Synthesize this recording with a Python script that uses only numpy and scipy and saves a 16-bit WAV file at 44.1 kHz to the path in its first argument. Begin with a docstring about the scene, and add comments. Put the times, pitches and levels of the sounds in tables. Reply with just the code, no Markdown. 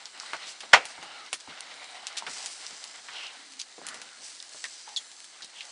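"""Outdoors, skewers of meat over wood embers, one microphone close above; the juice sizzles throughout.
From the first moments embers snap (filtered pulses), drips splat and puff in the ash, and fat flares
into bright frying (grainy noise) among gushes of steam (hissing noise); spits of fat join at 0.6 s.
At 0.73 s a coal bursts with a loud crack (a torn noise burst and ringing modes); steam jets, drips and
snaps carry on (gliding noise, more pulses), and near 5 s a gas pocket squeaks (a falling tone)."""
import sys
import numpy as np
from scipy import signal
from scipy.fft import irfft
from scipy.io import wavfile
from scipy.ndimage import uniform_filter1d

SR = 44100
rng = np.random.default_rng(int(sys.argv[2]) if len(sys.argv) > 2 else 0)


def materialize(psi):
    """Save the field psi as 16-bit PCM at rate SR to the path in sys.argv[1].

    A 1-D psi becomes a single channel; in a 2-D psi each row is a channel.
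    """
    bounded = np.clip(np.atleast_2d(psi).T, -1, 1)
    quanta = np.round(bounded * 32767).astype(np.int16)
    wavfile.write(sys.argv[1], SR, quanta)


N = 251811
TIME = np.arange(N) / SR


def amp(db):
    """Decibels to gain."""
    return np.exp(np.asarray(db) * (np.log(10) / 20))


def unit(x):
    """Scales to rms 1."""
    return x / np.sqrt(np.mean(x ** 2) + 1e-20)


def add(mix, s, sound):
    """Mixes a sound in, starting at second s."""
    part = mix[max(round(s * SR), 0):][:len(sound)]
    part += sound[:len(part)]


def read(points, hz):
    """Reads rows (frequency [Hz], value) on a log-frequency axis."""
    f, value = np.transpose(points)
    return np.interp(np.log(hz + 1), np.log(f + 1), value)


def hump(centre_hz, octaves):
    """Spectrum (frequency [Hz], level [dB]) of one rounded resonance."""
    hz = np.geomspace(20, SR / 2, 200)
    distance = np.log2(hz / centre_hz) / octaves
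    return np.c_[hz, -40 * np.log10(1 + distance ** 2 / 2)]


def colour(x, points, size=4096):
    """Causal minimum-phase filter with the given spectrum, so that attacks stay sharp."""
    hz = abs(np.fft.fftfreq(size, 1 / SR))
    log_gain = np.log(amp(read(points, hz)))
    response = np.exp(np.conj(signal.hilbert(log_gain)))[:size // 2 + 1]
    impulse = irfft(response, size)[:size // 2]
    return signal.oaconvolve(x, impulse)[:len(x)]


def wander(per_s, size=16):
    """Smooth random curve of rms 1; a higher per_s makes it change faster."""
    steps, span = TIME[::size], max(int(SR / per_s / size), 1)
    once = uniform_filter1d(rng.standard_normal(len(steps)), span)
    smooth = uniform_filter1d(once, span)
    return np.interp(TIME, steps, unit(smooth))


def bubbles(per_s, spread_db, count=N):
    """Sparse clicks of either sign, as bubbles burst: most are small, a few large."""
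    size_db = spread_db * np.minimum(rng.exponential(1, count), 5)
    sign = rng.choice([-1, 1], count)
    bursts = rng.random(count) < per_s / SR
    return unit(amp(size_db) * sign * bursts)


def scatter(t60, count=8192):
    """Dense reflections from coals, meat and ground, of energy 1: noise that dies away."""
    t = np.arange(count) / SR
    return unit(rng.standard_normal(count) * amp(-60 * t / t60)) / np.sqrt(count)


def rush(hz, width_hz):
    """Noise through a three-pole resonance that follows the pitch curve hz."""
    r = np.exp(-np.pi * width_hz / SR)
    noise = rng.random((2, len(hz))) - .5
    a, b = signal.lfilter([1], np.poly([r, r, r]), noise)
    phase = (2 * np.pi * (np.cumsum(hz / SR) % 1)).astype(np.float32)
    return unit(a * np.cos(phase) + b * np.sin(phase))


def drifting(resonances, drift, swing_db, per_s):
    """Resonances that each waver in pitch and strength on their own."""
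    return sum(amp(db + swing_db * wander(per_s)) * rush(hz * (1 + drift * wander(5)), width)
               for hz, width, db in resonances)


def envelope(t, rise, hold, fall_db_per_s):
    """Gain that rises from t = 0, stays up until t = hold, then falls steadily in dB."""
    return np.clip(t / rise, 0, 1) * amp(-abs(fall_db_per_s) * np.maximum(t - hold, 0))


def surges(rows, rise, rest_db):
    """Gain of a steady source with surges (start [s], level [dB], hold [s], fall [dB/s]); powers add."""
    power = sum((amp(db) * envelope(TIME - s, rise, hold, fall)) ** 2 for s, db, hold, fall in rows)
    return np.sqrt(amp(rest_db) ** 2 + power)


def pop(hz, octaves, rattle_db, rattle_t60, tail_db, tail_t60):
    """One pressure step, a brief rattle of its own coal and a scattered tail; rms 1 in the first 2 ms."""
    pulse = amp(rattle_db) * scatter(rattle_t60) + amp(tail_db) * scatter(tail_t60)
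    pulse[0] += 1
    sound = colour(pulse, hump(hz, max(octaves, .2)))
    return sound / np.std(sound[:SR // 500])


# spectra of the hiss and of the draught: (frequency [Hz], level [dB])
STEAM_COLOUR = [(200, -29.5), (450, -7), (800, 0.5), (1500, 1.5), (2500, -0.5), (4000, -2), (5500, -6),
                (10000, -38)]
DRAUGHT_COLOUR = [(20, -25), (55, -19.5), (110, -11), (260, 4.5), (420, 0.5), (800, 4), (2000, -35)]
# resonances that colour the steam: (frequency [Hz], pole width [Hz], mean level [dB])
STEAM_RESONANCES = [(795, 540, -11), (1427, 500, -12), (2078, 560, -7.5), (2976, 580, -8), (3900, 1700, -7)]
# gushes from wet embers, which pull a draught:
# (start [s], hiss level [dB], draught level [dB], hold [s], fall [dB/s])
GUSHES = [(-0.03, -48, -70, 0.041, 83), (0.128, -47.5, -68.5, 0.26, 29.5), (0.584, -52, -66.5, 0.55, 40),
          (0.972, -50, -65, 0.27, 168), (1.463, -47.5, -68, 0.73, 40), (2.253, -46.5, -63, 0.059, 17),
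          (2.606, -53.5, -73, 0.32, 14), (3.093, -45, -72.5, 0.12, 51), (3.795, -52, -61, .2, 34.5),
          (4.848, -51.5, -81, 0.042, 68.5), (5.507, -55, -80, 0.2, 18)]
GUSH_RISE_S = 0.034
STEAM_REST_DB, DRAUGHT_REST_DB = -58, -73.5  # between the gushes


def steam():
    """Wet embers hiss through resonances that waver in pitch and strength, over a low, fluttering draught."""
    hiss = unit(colour(rng.standard_normal(N) + amp(-3.5) * bubbles(500, 2.4), STEAM_COLOUR))
    hiss = unit(hiss + drifting(STEAM_RESONANCES, drift=.025, swing_db=2.4, per_s=15))
    hiss_flutter = amp(1.7 * wander(50))
    draught = unit(colour(rng.standard_normal(N), DRAUGHT_COLOUR)) * amp(2 * wander(23))
    start, hiss_db, draught_db, hold, fall = np.transpose(GUSHES)
    steaming = surges(zip(start, hiss_db, hold, fall), GUSH_RISE_S, STEAM_REST_DB)
    drawing = surges(zip(start, draught_db, hold, fall), GUSH_RISE_S, DRAUGHT_REST_DB)
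    return steaming * hiss * hiss_flutter + drawing * draught


# spectra of simmering juice and of frying fat: (frequency [Hz], level [dB])
SIMMER_COLOUR = [(180, -40), (300, -0.5), (538, -8.5), (832, -32.5), (966, -4.5), (1320, -0.5), (1470, -8),
                 (1660, 7), (1950, -3.5), (2520, -3), (2840, -5), (4200, 8.5), (5340, -2), (9160, -1),
                 (10800, -56), (14000, -49), (22000, -120)]
FRY_COLOUR = [(1000, -20), (2200, -4), (3800, -1), (5000, 5), (6100, 2.5), (6700, 1), (7700, 1), (8700, -3),
              (9600, -5.5), (10500, -11.5)]
# ringing of the frying bubbles: (frequency [Hz], pole width [Hz], mean level [dB])
FRY_RINGS = [(4750, 510, -13.5), (6020, 700, -11.5), (7740, 950, -10), (9080, 1260, -14)]
# fat hits a hot spot, fries up and dies down, level before the frying flutter:
# (start [s], level [dB], hold [s], fall [dB/s])
FLARES = [(0.18, -49.5, 0.072, 34), (0.445, -41.5, 0.0577, 350), (0.84, -48.5, 0.054, 153.5),
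          (2.265, -41, 0.077, 17.5), (3.12, -55, 0.096, 108), (3.86, -53.5, 0.093, 30),
          (4.2, -43.5, 0.046, 49), (4.49, -47.5, 0.21, 21), (5.53, -53.5, .07, 17)]
FLARE_RISE_S, FRY_REST_DB = 0.044, -56.5  # rest: frying between the flares, before the flutter


def sizzle():
    """Juice simmers steadily among tiny ticks; whatever fries beyond that is brighter and grainier."""
    ticking = amp(-5) * bubbles(1500, 4) + amp(-11) * bubbles(120, 4.2)
    simmer = unit(colour(rng.standard_normal(N) + ticking, SIMMER_COLOUR))
    fry = unit(colour(rng.standard_normal(N) + amp(4) * bubbles(2200, 3.3), FRY_COLOUR))
    fry = unit(fry + drifting(FRY_RINGS, drift=0.026, swing_db=3, per_s=8.4))
    frying = surges(FLARES, FLARE_RISE_S, FRY_REST_DB)
    fry_flutter = amp(0.5 + 0.55 * wander(60))
    return amp(-56.0) * simmer * amp(.5 * wander(29)) + frying * fry * fry_flutter


# jets of steam, level before sputter and high-pass:
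# (peak time [s], half length [s], pitch at peak [Hz], glide [octaves/s], pole width [Hz], level [dB])
JETS = [(0.459, 0.063, 3383, 0.025, 4460, -44.5), (1.1, .16, 830, -0.13, 160, -55),
        (1.177, 0.1016, 1345, -1.2, 220, -51), (1.85, .2, 3846, 0, 493, -56.5),
        (1.994, .14, 744, 0.94, 160, -55.5), (3.212, .11, 2868, -.7, 1410, -41.5),
        (3.2, 0.103, 4650, -0.038, 2800, -51.5), (3.479, .17, 272.4, 0, 92, -64),
        (3.911, .095, 1604, .8, 1100, -46.5), (4.119, 0.084, 1500, -1.5, 400, -57.5),
        (4.905, .045, 830, -.6, 120, -55), (5.591, 0.047, 3030, 0, 1100, -47.5)]


def jets():
    """Now and then steam breaks out of one crack in a short, sputtering, gliding rush."""
    out, sputter = np.zeros(N), amp(0.5 * wander(250))
    for s, half, hz, glide, width_hz, db in JETS:
        t = np.arange(-1.5 * half, 1.5 * half, 1 / SR)
        swell = np.exp(-abs(t / half) ** 3 * 2)
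        add(out, s + t[0], amp(db) * swell * rush(hz * 2 ** (glide * t), width_hz))
    highpass = signal.butter(2, 220, "highpass", fs=SR, output="sos")
    return sputter * signal.sosfilt(highpass, out)


# drips landing in the ash, and at 4.642 s the knock of an ember snap; puff level before its rise and decay: #
# (time [s], splat level [dB], splat centre [Hz], splat width [octaves], puff level [dB])
DRIPS = [(0.209, -40.5, 1300, 0.44, -66), (0.233, -42, 1150, 0.52, -65.5), (0.334, -26, 1080, 1.11, -53),
         (0.634, -42, 735, 0.79, -60.5), (0.979, -42, 945, 0.75, -49), (1.028, -36, 1470, 1.66, -52),
         (1.476, -42, 930, 1.2, -43.5), (2.223, -33, 896, 0.44, -53), (2.274, -35.5, 850, 1.17, -47.5),
         (2.708, -62, 600, 1, -52.5), (3.086, -36.5, 1650, 0.95, -59), (3.781, -42.5, 420, 0.91, -67),
         (3.816, -39.5, 434, 1.1, -53), (4.547, -45.5, 634, 1.3, -67), (4.642, -34.5, 1800, 0.24, -67),
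         (4.876, -45, 830, 0.45, -70), (5.408, -45, 1500, .5, -72.5), (5.431, -53.5, 400, 1.8, -59)]
DRIP_RATTLE_DB, DRIP_RATTLE_T60 = -5.5, .03  # dB against the first step, s
DRIP_TAIL_DB, DRIP_TAIL_T60 = 3, 0.11
PUFF_HZ, PUFF_RISE_S, PUFF_T60 = 230, 0.011, .15


def drips():
    """A drip splats in the ash, turns to vapour at once and pushes the air; the row at 4.642 s is the knock of
    an ember snap."""
    out, t = np.zeros(N), np.arange(SR // 4) / SR
    push = (1 - np.exp(-t / PUFF_RISE_S)) * amp(-60 * t / PUFF_T60)
    for s, splat_db, hz, octaves, puff_db in DRIPS:
        splat = pop(hz, octaves, DRIP_RATTLE_DB, DRIP_RATTLE_T60, DRIP_TAIL_DB, DRIP_TAIL_T60)
        add(out, s, amp(splat_db) * splat)
        vapour = unit(colour(rng.standard_normal(len(t)), hump(PUFF_HZ, 1.0)))
        add(out, s, amp(puff_db) * push * vapour)
    return out


# spits of fat, level before the boil dies away: (time [s], level [dB], centre [Hz], full-boil length [s])
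SPITS = [(0.6054, -36.5, 3300, 0.0025), (2.1689, -31, 3930, .016), (3.593, -39, 4300, 0.02)]


def spits():
    """A drop of fat boils away in one quick volley of bursting bubbles."""
    out, t = np.zeros(N), np.arange(SR // 8) / SR
    for s, db, hz, length in SPITS:
        boil = amp(-60 * np.maximum(t - length, 0) / 0.083)
        volley = colour(bubbles(3500, 0.99, count=len(t)), hump(hz, 1.03))
        add(out, s, amp(db) * boil * unit(volley))
    return out


# the loudest ember snaps, tail against the first step:
# (time [s], level [dB], centre [Hz], width [octaves], scattered tail level [dB])
SNAPS = [(0.0565, -33, 4480, 0.57, 2.5), (0.2, -31, 4840, 0.61, -0.5), (0.3316, -38, 2010, 0.74, 15),
         (0.8544, -30, 4500, 2.6, 3), (1.3298, -21.5, 3400, 2.36, 6), (1.4075, -41, 3900, 1.05, 6),
         (1.607, -32, 4930, 0.865, -7), (2.0691, -27, 3900, 1.16, 5), (2.2656, -33, 1910, 0.92, 12.5),
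         (2.4601, -28, 4900, 1.1, 5), (2.6656, -32, 4400, 0.72, -2), (2.841, -31, 5220, 1.4, -3.5),
         (3.2676, -37.5, 4400, 0.43, 1.5), (3.5986, -33, 4500, 0.38, 9), (3.6158, -30, 4470, 0.47, -3),
         (3.8674, -29.5, 5530, 1.4, 3), (3.887, -29, 4800, 1.9, 2.5), (3.944, -36.5, 2250, 2.7, 8.5),
         (4.0168, -35.5, 2920, 1.7, 8), (4.4019, -34, 4200, .35, -14), (4.4264, -35.5, 5400, 0.68, -11.5),
         (4.6411, -28, 2550, 1.46, 1), (4.654, -33, 2390, 1.49, 6), (4.9628, -24.5, 4200, .25, -2),
         (5.2034, -40.5, 4070, 1.04, -12), (5.2429, -40.5, 5000, 1.34, 7), (5.421, -40, 4120, 0.56, 8.5),
         (5.4457, -38, 4200, 0.96, 8.5), (5.6075, -32, 3105, 0.6, 9.5)]
SNAP_RATTLE_DB, SNAP_RATTLE_T60, SNAP_TAIL_T60 = 3, 0.0066, 0.1  # dB against the first step, s, s
TICK_COUNT = 24  # faint snaps at random moments
TICK_DB, TICK_SPREAD_DB = -43, 0.5
TICK_HZ, TICK_SPREAD_OCTAVES = 4000, .25


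def snaps():
    """The embers snap: a few loud ones among faint ticks at random moments."""
    out = np.zeros(N)
    for s, db, hz, octaves, tail_db in SNAPS:
        snap = pop(hz, octaves, SNAP_RATTLE_DB, SNAP_RATTLE_T60, tail_db, SNAP_TAIL_T60)
        add(out, s, amp(db) * snap)
    for _ in range(TICK_COUNT):
        s, size, pitch = rng.uniform(0, N / SR), rng.standard_normal(), rng.standard_normal()
        tick = pop(TICK_HZ * 2 ** (TICK_SPREAD_OCTAVES * pitch), octaves=.95, rattle_db=SNAP_RATTLE_DB,
                   rattle_t60=SNAP_RATTLE_T60, tail_db=-1.0, tail_t60=SNAP_TAIL_T60)
        add(out, s, amp(TICK_DB + TICK_SPREAD_DB * size) * tick)
    return out


SQUEAK_S = 4.9628
SQUEAK_START_HZ, SQUEAK_END_HZ, SQUEAK_SAG_S = 4600, 3320, 0.0051  # sag: time constant
SQUEAK_DB = -24.5  # peak of the fundamental, before the envelope
SQUEAK_RISE_S, SQUEAK_HOLD_S, SQUEAK_FALL_DB_PER_S = 0.0084, 0.013, 1100  # hold counts from the start


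def squeak():
    """Gas whistles hoarsely out of a pore, falling in pitch as the pressure drops."""
    t = np.arange(SR // 10) / SR
    pitch = SQUEAK_END_HZ + (SQUEAK_START_HZ - SQUEAK_END_HZ) * np.exp(-t / SQUEAK_SAG_S)
    hoarse_pitch = pitch * (1 + .025 * wander(900)[:len(t)])
    phase = 2 * np.pi * np.cumsum(hoarse_pitch) / SR
    tone = np.sin(phase) + amp(-10.5) * np.sin(2 * phase) + amp(-30) * np.sin(3 * phase)
    air = unit(colour(rng.standard_normal(len(t)), hump(5300, 1.0)))
    flow = amp(SQUEAK_DB) * envelope(t, SQUEAK_RISE_S, SQUEAK_HOLD_S, SQUEAK_FALL_DB_PER_S)
    out = np.zeros(N)
    add(out, SQUEAK_S, flow * (tone + amp(-12.5) * air))
    reflections = signal.oaconvolve(out, scatter(.07))[:N]
    return out + amp(-15) * reflections


# spectrum of the tearing coal: (frequency [Hz], level [dB])
CRACK_COLOUR = [(30, -32.5), (150, -32), (330, -24.5), (500, -10), (640, -2), (780, 1), (1100, -5),
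                (2000, -1), (3000, -5), (3900, -13.5), (5000, -16), (7500, -22), (9500, -32), (10800, -39)]
# how fast the tear dies away: (frequency [Hz], t60 [s])
CRACK_DECAY = [(60, .07), (250, 0.27), (700, 0.12), (2500, 0.1), (5000, 0.11), (10000, 0.11)]
# ringing of the coal and the grill around it: (frequency [Hz], level within the ring [dB], t60 [s])
CRACK_MODES = [(670, -16.5, 0.15), (742, 3.5, 0.054), (822, -1.5, 0.092), (941, 4.5, 0.096),
               (1253, -3, 0.14), (1455, 7, 0.098), (1543, -19.5, .12), (1934.6, 1, 0.1),
               (2070, -32.5, 0.36), (2328, 1.5, 0.13), (2607, 0, 0.13), (2765, -12, .1), (3016, -6, 0.075)]
CRACK_S = 0.7329


def crack():
    """A coal starts to split, tears apart for about a hundredth of a second, and the grill rings."""
    t = np.arange(SR // 2) / SR
    hz, when, z = signal.stft(rng.standard_normal(len(t)), SR, nperseg=256)
    fade = amp(-60 * np.maximum(when - .007, 0) / read(CRACK_DECAY, hz)[:, None])
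    yard = amp(-25.0 - 60 * when / .5)  # faint return from the surroundings
    tear = signal.istft(z * np.hypot(fade, yard), SR, nperseg=256)[1][:len(t)]
    tear = colour(tear, CRACK_COLOUR)
    tear /= np.std(tear[:SR // 80])
    ring = sum(amp(db - 60 * t / t60) * np.sin(2 * np.pi * (f * t + rng.random()))
               for f, db, t60 in CRACK_MODES)
    ring_onset = 1 - np.exp(-t / .001)
    out = np.zeros(N)
    add(out, CRACK_S - .0026, amp(-22) * tear[:SR // 380])  # the first split, weaker
    add(out, CRACK_S, amp(-8.0) * tear + amp(-19.0) * ring * ring_onset)
    return out


def scene():
    """Everything comes from the one bed of embers, summed to one channel."""
    bed = steam() + sizzle()
    events = jets() + drips() + spits() + snaps() + squeak() + crack()
    return (bed + events)[None]


EDGE_HZ = 10450  # upper band limit


def record(dry):
    """At the crack the peaks clip; then a low-pass sets the band limit."""
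    clipped = np.clip(dry, -.92, .92)
    lowpass = signal.firwin(141, EDGE_HZ, window=("kaiser", 8), fs=SR)
    return signal.oaconvolve(clipped, lowpass[None], "same")


dry = scene()
out = record(dry)
materialize(out)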